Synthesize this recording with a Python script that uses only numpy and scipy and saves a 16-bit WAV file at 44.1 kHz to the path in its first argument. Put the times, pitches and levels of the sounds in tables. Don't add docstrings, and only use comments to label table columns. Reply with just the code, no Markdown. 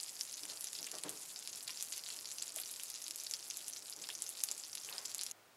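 import sys
import numpy as np
from scipy import signal
from scipy.fft import rfft, irfft, next_fast_len
from scipy.io import wavfile
from scipy.ndimage import map_coordinates

SR = 44100
rng = np.random.default_rng(int(sys.argv[2]) if len(sys.argv) > 2 else 0)


def gain_from_db(level_db):
    decades = np.asarray(level_db, float) / 20
    return 10 ** decades


def persist_wave(psi):
    counts = np.round(np.clip(psi, -1, 1) * 32767).astype(np.int16)
    wavfile.write(sys.argv[1], SR, np.atleast_2d(counts).T)


N = 245195
FRYING_END_S = 5.3195

# peak_s, peak_db, pitch_hz, life_ms
RINGING_POPS = [(0.0017, -32, 4800, 2.5), (0.211, -24, 5430, 2.2), (0.4343, -32.5, 5440, 2.2),
                (0.8294, -29, 5750, 1), (0.953, -31.5, 5830, 1.1), (1.4754, -26, 5060, 0.6),
                (1.678, -30.5, 4600, 1.6), (1.6809, -27.5, 4440, 0.79), (1.8094, -29, 5900, 0.98),
                (1.9239, -26.5, 4440, 0.4), (1.9278, -26.5, 7000, 0.75), (2.3166, -27.5, 4800, 0.26),
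                (2.4245, -24.5, 7850, 1.2), (2.4806, -31.5, 7200, 0.93), (3.042, -32, 6800, 1.6),
                (3.1098, -25.5, 5380, 0.64), (3.269, -30.5, 4580, 1.7), (3.3122, -25.5, 6700, 1.1),
                (3.3381, -24, 5040, 1.8), (3.5022, -29.5, 6240, 2), (3.5102, -28, 4800, 0.96),
                (4.0899, -27.5, 5100, 0.71), (4.4051, -32, 5630, 1.1), (4.488, -27, 4770, 1.15),
                (4.5143, -24, 7200, 1.4), (4.52, -26.5, 6950, 0.34), (4.9822, -28.5, 4900, 2),
                (5.0577, -26, 7550, 0.78), (5.2654, -27.5, 5260, 1), (5.3134, -28.5, 6900, 0.94)]
# peak_s, peak_db, pitch_hz, snap_over_ring_db
FAT_SNAPS = [(0.454, -31.5, 2930, 1), (0.6438, -26, 7400, 6), (0.732, -31, 4500, 2), (0.868, -28, 8800, -7),
             (0.9162, -29.5, 6370, -3), (0.9856, -30.5, 4700, -4.5), (1.037, -26.5, 4540, 0.5),
             (1.0943, -26.5, 8900, -2), (1.826, -26.5, 7900, 1), (1.9799, -30, 6000, -2.5),
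             (2.0888, -33.5, 2640, -1), (2.5623, -28, 9100, 4), (2.8356, -29, 5400, 5),
             (2.9016, -30.5, 6940, 6), (3.0229, -35, 6100, -1), (3.0819, -30.5, 4870, -2),
             (3.16, -30, 7900, 13), (3.237, -33.5, 5900, 15), (3.5717, -29.5, 7640, 11),
             (3.683, -34.5, 6340, 0), (3.8987, -33, 7500, 32), (4.2221, -23, 8600, 9),
             (4.2924, -29.5, 5130, 16), (4.438, -17.5, 6800, 6), (4.5796, -34.5, 4650, 13),
             (4.7534, -28.5, 4900, -1), (5.1475, -27, 7400, 0), (5.1825, -30.5, 8300, 3),
             (5.2126, -27, 5670, -2), (5.235, -23, 7340, 5)]
POP_SNAP_DB, SNAP_LIFE_MS = -31, 0.63
BURST_RISE_S = 0.0004

# start_s, peak_db, pitch_hz
TICKS = [(0.0319, -26, 8260), (0.0907, -37, 4840), (0.2008, -47, 4910), (0.3408, -28, 6140),
         (0.6715, -27, 5800), (0.7885, -26.5, 4800), (0.8439, -25.5, 5400), (1.1749, -33, 6200),
         (1.2335, -35, 6460), (1.3904, -29, 7860), (1.53, -28, 6540), (1.6319, -32, 8300),
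         (1.706, -27, 5100), (1.7735, -28, 5100), (1.9368, -27, 4610), (2.274, -31, 6500),
         (2.322, -28, 7200), (2.3843, -26, 5170), (2.6589, -28, 5760), (2.9419, -27, 6400),
         (3.2, -28.5, 5770), (3.7346, -27.5, 6200), (3.7715, -28, 6000), (4.0229, -28, 7320),
         (4.1516, -27, 5900), (4.2651, -26.5, 5850), (4.5985, -29, 7260), (4.6373, -28, 5040),
         (4.7306, -28.5, 5500), (4.8476, -28.5, 6000),
         (0.3796, -30, 4170), (0.4995, -28, 4340), (0.8711, -29, 2810), (1.0846, -32, 3300),
         (1.694, -27.5, 2700), (2.0626, -27.5, 4000), (2.1036, -27.5, 4320), (2.421, -28.5, 4100),
         (2.5863, -27.5, 3210), (2.7978, -31, 2940), (3.59, -35.5, 3680), (3.7632, -27.5, 4600),
         (3.9257, -31, 4630), (4.0388, -29, 3470), (4.1021, -27, 3050), (4.3717, -32, 4400),
         (4.7739, -27.5, 3860), (4.889, -32, 2900), (4.9266, -29, 4220), (5.117, -32, 4380),
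         (5.1924, -25, 4400), (0.0828, -30.5, 4900), (0.7519, -27, 4970), (1.361, -27.5, 4800),
         (2.2562, -27.5, 4550), (2.3076, -31, 6340), (2.9036, -31, 4700), (2.9591, -29, 4840),
         (5.0539, -27, 4870), (5.2184, -25.5, 5200)]
# start_s, peak_db
SPITS = [(0.0107, -30), (0.2075, -31), (0.322, -28.5), (0.6088, -25.5), (1.196, -32), (1.5594, -27),
         (2.6, -22), (2.7136, -24.5), (3.481, -29), (4.7675, -37), (4.8962, -28.5), (1.1006, -33),
         (0.64, -38), (0.8076, -31.5), (1.628, -28.5), (1.703, -30), (1.897, -33), (4.1275, -31.5),
         (4.11, -36), (2.574, -25), (3.6823, -21), (4.2985, -29), (4.4373, -43), (4.441, -27)]
SPIT_HZ, TICK_LIFE_S = 10500, 0.0008

STRAY_HZ = [4800, 5500, 6200, 6780, 7700, 9900]
STRAY_DB, STRAY_SPREAD_DB, STRAY_CYCLES = -32.5, 2.5, 3.2

# freq_hz, level_db
SKIN_TEAR = [(500, -5), (1200, -23), (2500, -4.5), (4800, -7.5), (7200, 13.5), (8600, 6), (10700, 12),
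             (13000, -2), (16000, -31)]
EVEN_HZ, LEAN_HZ = 7000, 3300
FROTH_LIFE_S, FROTH_CLIMB_PER_S = 0.0009, 8

# time_s, level_db
HEAT = [(0, -50.5), (.35, -52), (.7, -52), (1.0, -53.5), (1.25, -52.5), (1.6, -51.5), (1.9, -50.5),
        (2.2, -50), (2.5, -51), (2.8, -50), (3.1, -50.5), (3.4, -51.5), (3.7, -52), (4.0, -52.5),
        (4.35, -51), (4.7, -53.5), (5.0, -51), (5.32, -54)]
# freq_hz, density_db (per Hz)
STEAM = [(600, -21.5), (1200, -8.5), (2500, -5), (3800, -7), (4800, 7), (7200, 1.5), (8600, -9),
         (10700, -0.5), (13000, -7), (16000, -30)]
SPRAY_DB, STEAM_DB = -6, -7.5

# delay_s, level_db
ECHOES = [
    (.0007, -15),
    (.0015, -18),
    (.005, -11.5),
    (.0062, -21),
    (.0078, -20),
]
# freq_hz, t60_s
ROOM_DECAY = [(1000, 0.27), (5000, 0.05), (14000, 0.076)]

# start_s, swell_s, t60_s, level_db, hardness_db (harder: more rasp, less depth)
SCUFFS = [
    (.40, .039, 0.73, -67, -2),
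    (.48, 0.021, 0.56, -68.5, 10),
    (.77, 0.04, 0.43, -63.5, -2),
    (.925, 0.012, 0.27, -56, 3.5),
    (1.035, 0.018, 0.47, -52.5, -1),
    (2.555, 0.027, 0.25, -64, 5),
    (3.96, 0.019, 1, -66, 0),
    (2.07, 0.095, .9, -70, 2),
    (4.49, 0.022, 0.2, -63, 2.5),
    (4.84, .094, 0.77, -67.5, 17),
]
# start_s, level_db, pitch_hz, t60_s
KNOCKS = [
    (.94, -53, 477, 0.093),
    (0.946, -50.5, 1150, 0.16),
    (1.045, -55, 614, 0.093),
    (1.058, -39.5, 301, 0.13),
    (2.566, -43, 655, 0.04),
    (2.567, -51, 530, 0.027),
    (1.689, -50.5, 1026, 0.072),
    (3.09, -55, 319, 0.11),
    (4.092, -32.5, 1710, 0.0068),
    (4.09, -37.5, 950, 0.016),
]
# centre_hz, width_hz, level_db
DEEP = [(121, 97, -12), (185, 30, -7), (301, 48, -5.5)]
# centre_hz, width_hz, level_db
HOLLOW = [(430, 39, 3), (614, 56, -0.5), (830, 240, -6)]
# centre_hz, width_hz, level_db
RASP = [(950, 1400, 24), (1150, 100, -33), (1690, 360, -7)]
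BODY_DB = [-3, 0.5, -2]
HARD_SHARE = [-2.1, 0, 0.92]
SCUFF_LOW_HZ = 111

# freq_hz, density_db (per Hz)
KITCHEN_HUM = [(18, -57), (30, -47), (54, -15.5), (75, -27), (91, -8.5), (108, -3.5), (147, -5.5),
               (232, -4), (307, -0.5), (344, -1), (590, -0.5), (779, -0.5), (1500, -6.5), (1950, -54),
               (3300, -120)]
# freq_hz, density_db (per Hz)
MIC_HISS = [(300, -15.5), (1500, -0.5), (5000, -6.5), (12000, -11.5), (16000, -5.5)]
KITCHEN_DB, HISS_DB = -69.5, -65
MIC_TOP_HZ = 15800


def pops():
    rows = [(s, db, hz, POP_SNAP_DB, ms) for s, db, hz, ms in RINGING_POPS]
    rows += [(*row, SNAP_LIFE_MS) for row in FAT_SNAPS]
    s, db, hz, snap_db, life_ms = np.transpose(rows)
    s = s - BURST_RISE_S
    ring_db = db + 4.5 - np.maximum(snap_db, 0)
    ring = bubbles(s, ring_db, hz, 0.78 * hz * life_ms / 1000, size=400)
    snap_hz = rng.normal(10580, 700, len(s))
    snap = bubbles(s, db + 6.5 + np.minimum(snap_db, 0), snap_hz, 9 * life_ms, size=200)
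    froth_hz = np.where(snap_db > 0, 10800, hz)
    froth = froth_trail(s, db + 15 * np.log10(life_ms), froth_hz, count=5, drop_db=-10)
    return ring + snap + froth + skin_cracks(s, db + 4.5, np.where(snap_db > 0, 7600, hz))


def ticks():
    spits = [(s, db, SPIT_HZ * rng.normal(1, 0.04)) for s, db in SPITS]
    named = np.vstack([TICKS, spits])
    s, db, hz = np.vstack([named, strays(count=260)]).T
    is_named = np.arange(len(s)) < len(named)
    cycles = np.where(is_named, np.minimum(TICK_LIFE_S * hz, 5), STRAY_CYCLES)
    cycles = cycles * np.exp(rng.normal(0, 0.3, len(s)))
    ring = bubbles(s, db + 1.5, hz, cycles, size=200)
    froth = froth_trail(*named.T, count=4, drop_db=-5)
    return ring + froth + skin_cracks(s, db - 3.0, hz)


def strays(count):
    luck, scatter = rng.random((count, 2)), rng.standard_normal((count, 2))
    s = (np.arange(count) + luck[:, 0]) * FRYING_END_S / count
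    heat_db = np.interp(s, *np.transpose(HEAT))
    size = (luck[:, 1] * len(STRAY_HZ)).astype(int)
    hz = np.take(STRAY_HZ, size) * (1 + 0.034 * scatter[:, 0])
    spread_db = STRAY_SPREAD_DB * np.clip(scatter[:, 1], -2, 1)
    return np.transpose([s, STRAY_DB + spread_db + heat_db - heat_db.mean(), hz])


def bubbles(s, db, hz, cycles, size):
    turns = np.arange(size) / SR * hz[:, None]
    life = turns / np.clip(cycles, 0.5, 30)[:, None]
    ring = np.sin(2 * np.pi * turns * (1 + 0.024 * np.minimum(life, 2)))
    wave = ring * np.exp(-life * 2) * np.minimum(turns / 0.4, 1)
    return placed(s, gain_from_db(db)[:, None] * wave)


def skin_cracks(s, db, hz):
    ragged = rng.standard_normal((len(s), 5)) * gain_from_db(-5 * np.arange(5)) * 0.35
    lean = np.clip((EVEN_HZ - hz) / LEAN_HZ, -1, 1)
    ragged[:, 0] = 1
    ragged[:, 1:4] += lean[:, None] ** np.arange(1, 4) * [1.1, 0.7, 0.3]
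    ragged /= np.linalg.norm(ragged, axis=1, keepdims=True)
    clicks = placed(s, gain_from_db(db)[:, None] * ragged)
    return filtered(clicks, lambda f: gain_from_db(along(SKIN_TEAR, f)))


def froth_trail(s, db, hz, count, drop_db):
    luck = rng.random((len(s), count, 3))
    wait = 0.002 - 0.009 * np.log(1 - 0.97 * luck[..., 0])
    weaker_db = db[:, None] + drop_db - 8 * luck[..., 1]
    climb = FROTH_CLIMB_PER_S * wait * np.minimum(5000 / hz[:, None], 1) ** 2
    pitch = (hz[:, None] * (0.88 + 0.23 * luck[..., 2] + climb)).ravel()
    return bubbles((s[:, None] + wait).ravel(), weaker_db.ravel(), pitch, FROTH_LIFE_S * pitch, size=160)


def fizz(heat_db):
    seethe = crackle(count=3000, middle_hz=5600, spread=0.45, tail_db=6.5, cycles=3.4, crack_db=4.5)
    spray = crackle(count=3000, middle_hz=9930, spread=0.26, tail_db=-3.0, cycles=7.4, crack_db=-15.0)
    return gain_from_db(heat_db - 3.5) * seethe + gain_from_db(heat_db + SPRAY_DB) * spray


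def crackle(count, middle_hz, spread, tail_db, cycles, crack_db):
    luck = rng.random((count, 4))
    clumps = np.cumsum(gain_from_db(5 * wobble(30)))
    s = np.interp(luck[:, 0], clumps / clumps[-1], np.arange(N) / SR)
    hz = np.clip(middle_hz * np.exp(spread * (luck[:, 1] * 2 - 1)), 500, 15000)
    db = np.minimum(-tail_db * np.log(1 - luck[:, 2]), 2.4 * tail_db)
    ring = bubbles(s, db, hz, cycles * (0.5 + luck[:, 3]), size=128)
    return unit(ring + skin_cracks(s, db + crack_db, hz))


def steam_bed(heat_db):
    swell = gain_from_db(1.8 * wobble(25))
    return gain_from_db(heat_db + STEAM_DB) * swell * noise(STEAM)


def walls(x):
    out, step = np.zeros(N + SR), SR // 30
    hz, t, z = signal.stft(rng.standard_normal((N // step + 1, SR // 6)), SR, nperseg=256)
    decay = gain_from_db(-60 * t / along(ROOM_DECAY, hz)[:, None])
    tails = signal.istft(z * decay, SR, nperseg=256)[1]
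    tails[:, :round(0.003 * SR)] = 0
    for at, tail in zip(range(0, N, step), tails):
        answer = gain_from_db(-12.5) * tail / np.linalg.norm(tail)
        for s, db in ECHOES:
            delay = round(s * SR + rng.normal(0, 4))
            answer[delay:][:2] += gain_from_db(db) * np.array([0.7, 0.4])
        wet = signal.fftconvolve(x[at:at + step], answer)
        out[at:at + len(wet)] += wet
    return x + out[:N]


def wood():
    bodies = np.array([resonant(DEEP), resonant(HOLLOW), resonant(RASP)])
    out, t = np.zeros(N), np.arange(N) / SR
    for s, swell, t60, db, hard_db in SCUFFS:
        rise = np.clip((t - s) / swell, 0, 1)
        fall = gain_from_db(-60 * np.maximum(t - s - swell, 0) / t60)
        levels = gain_from_db(db + np.array(BODY_DB) + hard_db * np.array(HARD_SHARE))
        out += rise * fall * (levels @ bodies)
    for s, db, hz, t60 in KNOCKS:
        since = np.maximum(t - s, 0)
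        onset = 1 - np.exp(-since / (0.081 * t60))
        out += gain_from_db(db - 60 * since / t60) * onset * np.sin(2 * np.pi * hz * since)
    return filtered(out, lambda f: f ** 4 / (f ** 4 + SCUFF_LOW_HZ ** 4))


def kitchen(is_frying):
    return gain_from_db(KITCHEN_DB + 1.5 + 0.6 * wobble(2.8) - 1.2 * ~is_frying) * noise(KITCHEN_HUM)


def unit(x):
    return x / np.sqrt(np.mean(x ** 2) + 1e-20)


def along(points, hz):
    f, v = np.transpose(points)
    return np.interp(np.log(hz + 1), np.log(f + 1), v)


def wobble(rate):
    knots = rng.standard_normal(int(N * rate / SR) + 4)
    return map_coordinates(knots, [np.arange(N) * rate / SR])


def placed(s, waves):
    size = waves.shape[1]
    at = np.round(s * SR).astype(int)[:, None] + np.arange(size)
    return np.bincount(at.ravel(), waves.ravel(), N + size)[:N]


def filtered(x, response):
    m = next_fast_len(N + SR // 2)
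    return irfft(rfft(x, m) * response(np.fft.rfftfreq(m, 1 / SR)), m)[..., :N]


def noise(spectrum):
    return unit(filtered(rng.standard_normal(N), lambda hz: gain_from_db(along(spectrum, hz))))


def resonant(modes):
    def body(f):
        total = 0
        for k, (centre, width, db) in enumerate(modes):
            damping = 1j * f * width
            total = total + (-1) ** k * gain_from_db(db) * damping / (centre ** 2 - f ** 2 + damping)
        return total
    return unit(filtered(rng.standard_normal(N), body))


def scene():
    t = np.arange(N) / SR
    heat_db = np.interp(t, *np.transpose(HEAT))
    bursts = pops() + ticks() + fizz(heat_db)
    bursts = filtered(bursts, lambda hz: hz ** 2 / (hz ** 2 + 900 ** 2))
    frying = walls(bursts) + steam_bed(heat_db) + wood()
    is_frying = np.arange(N) < FRYING_END_S * SR
    hiss = gain_from_db(HISS_DB) * noise(MIC_HISS)
    return (frying * is_frying + kitchen(is_frying) + hiss)[None]


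def band_limit(x):
    return signal.sosfilt(signal.butter(12, 16550, fs=SR, output="sos"), x)


def record(dry):
    def mic(hz):
        return np.where(hz < MIC_TOP_HZ, 1, gain_from_db(-31)) / np.sqrt(1 + (hz / 13500) ** 8)
    mix = filtered(dry, mic)
    return band_limit(mix)


dry = scene()
out = record(dry)
persist_wave(out)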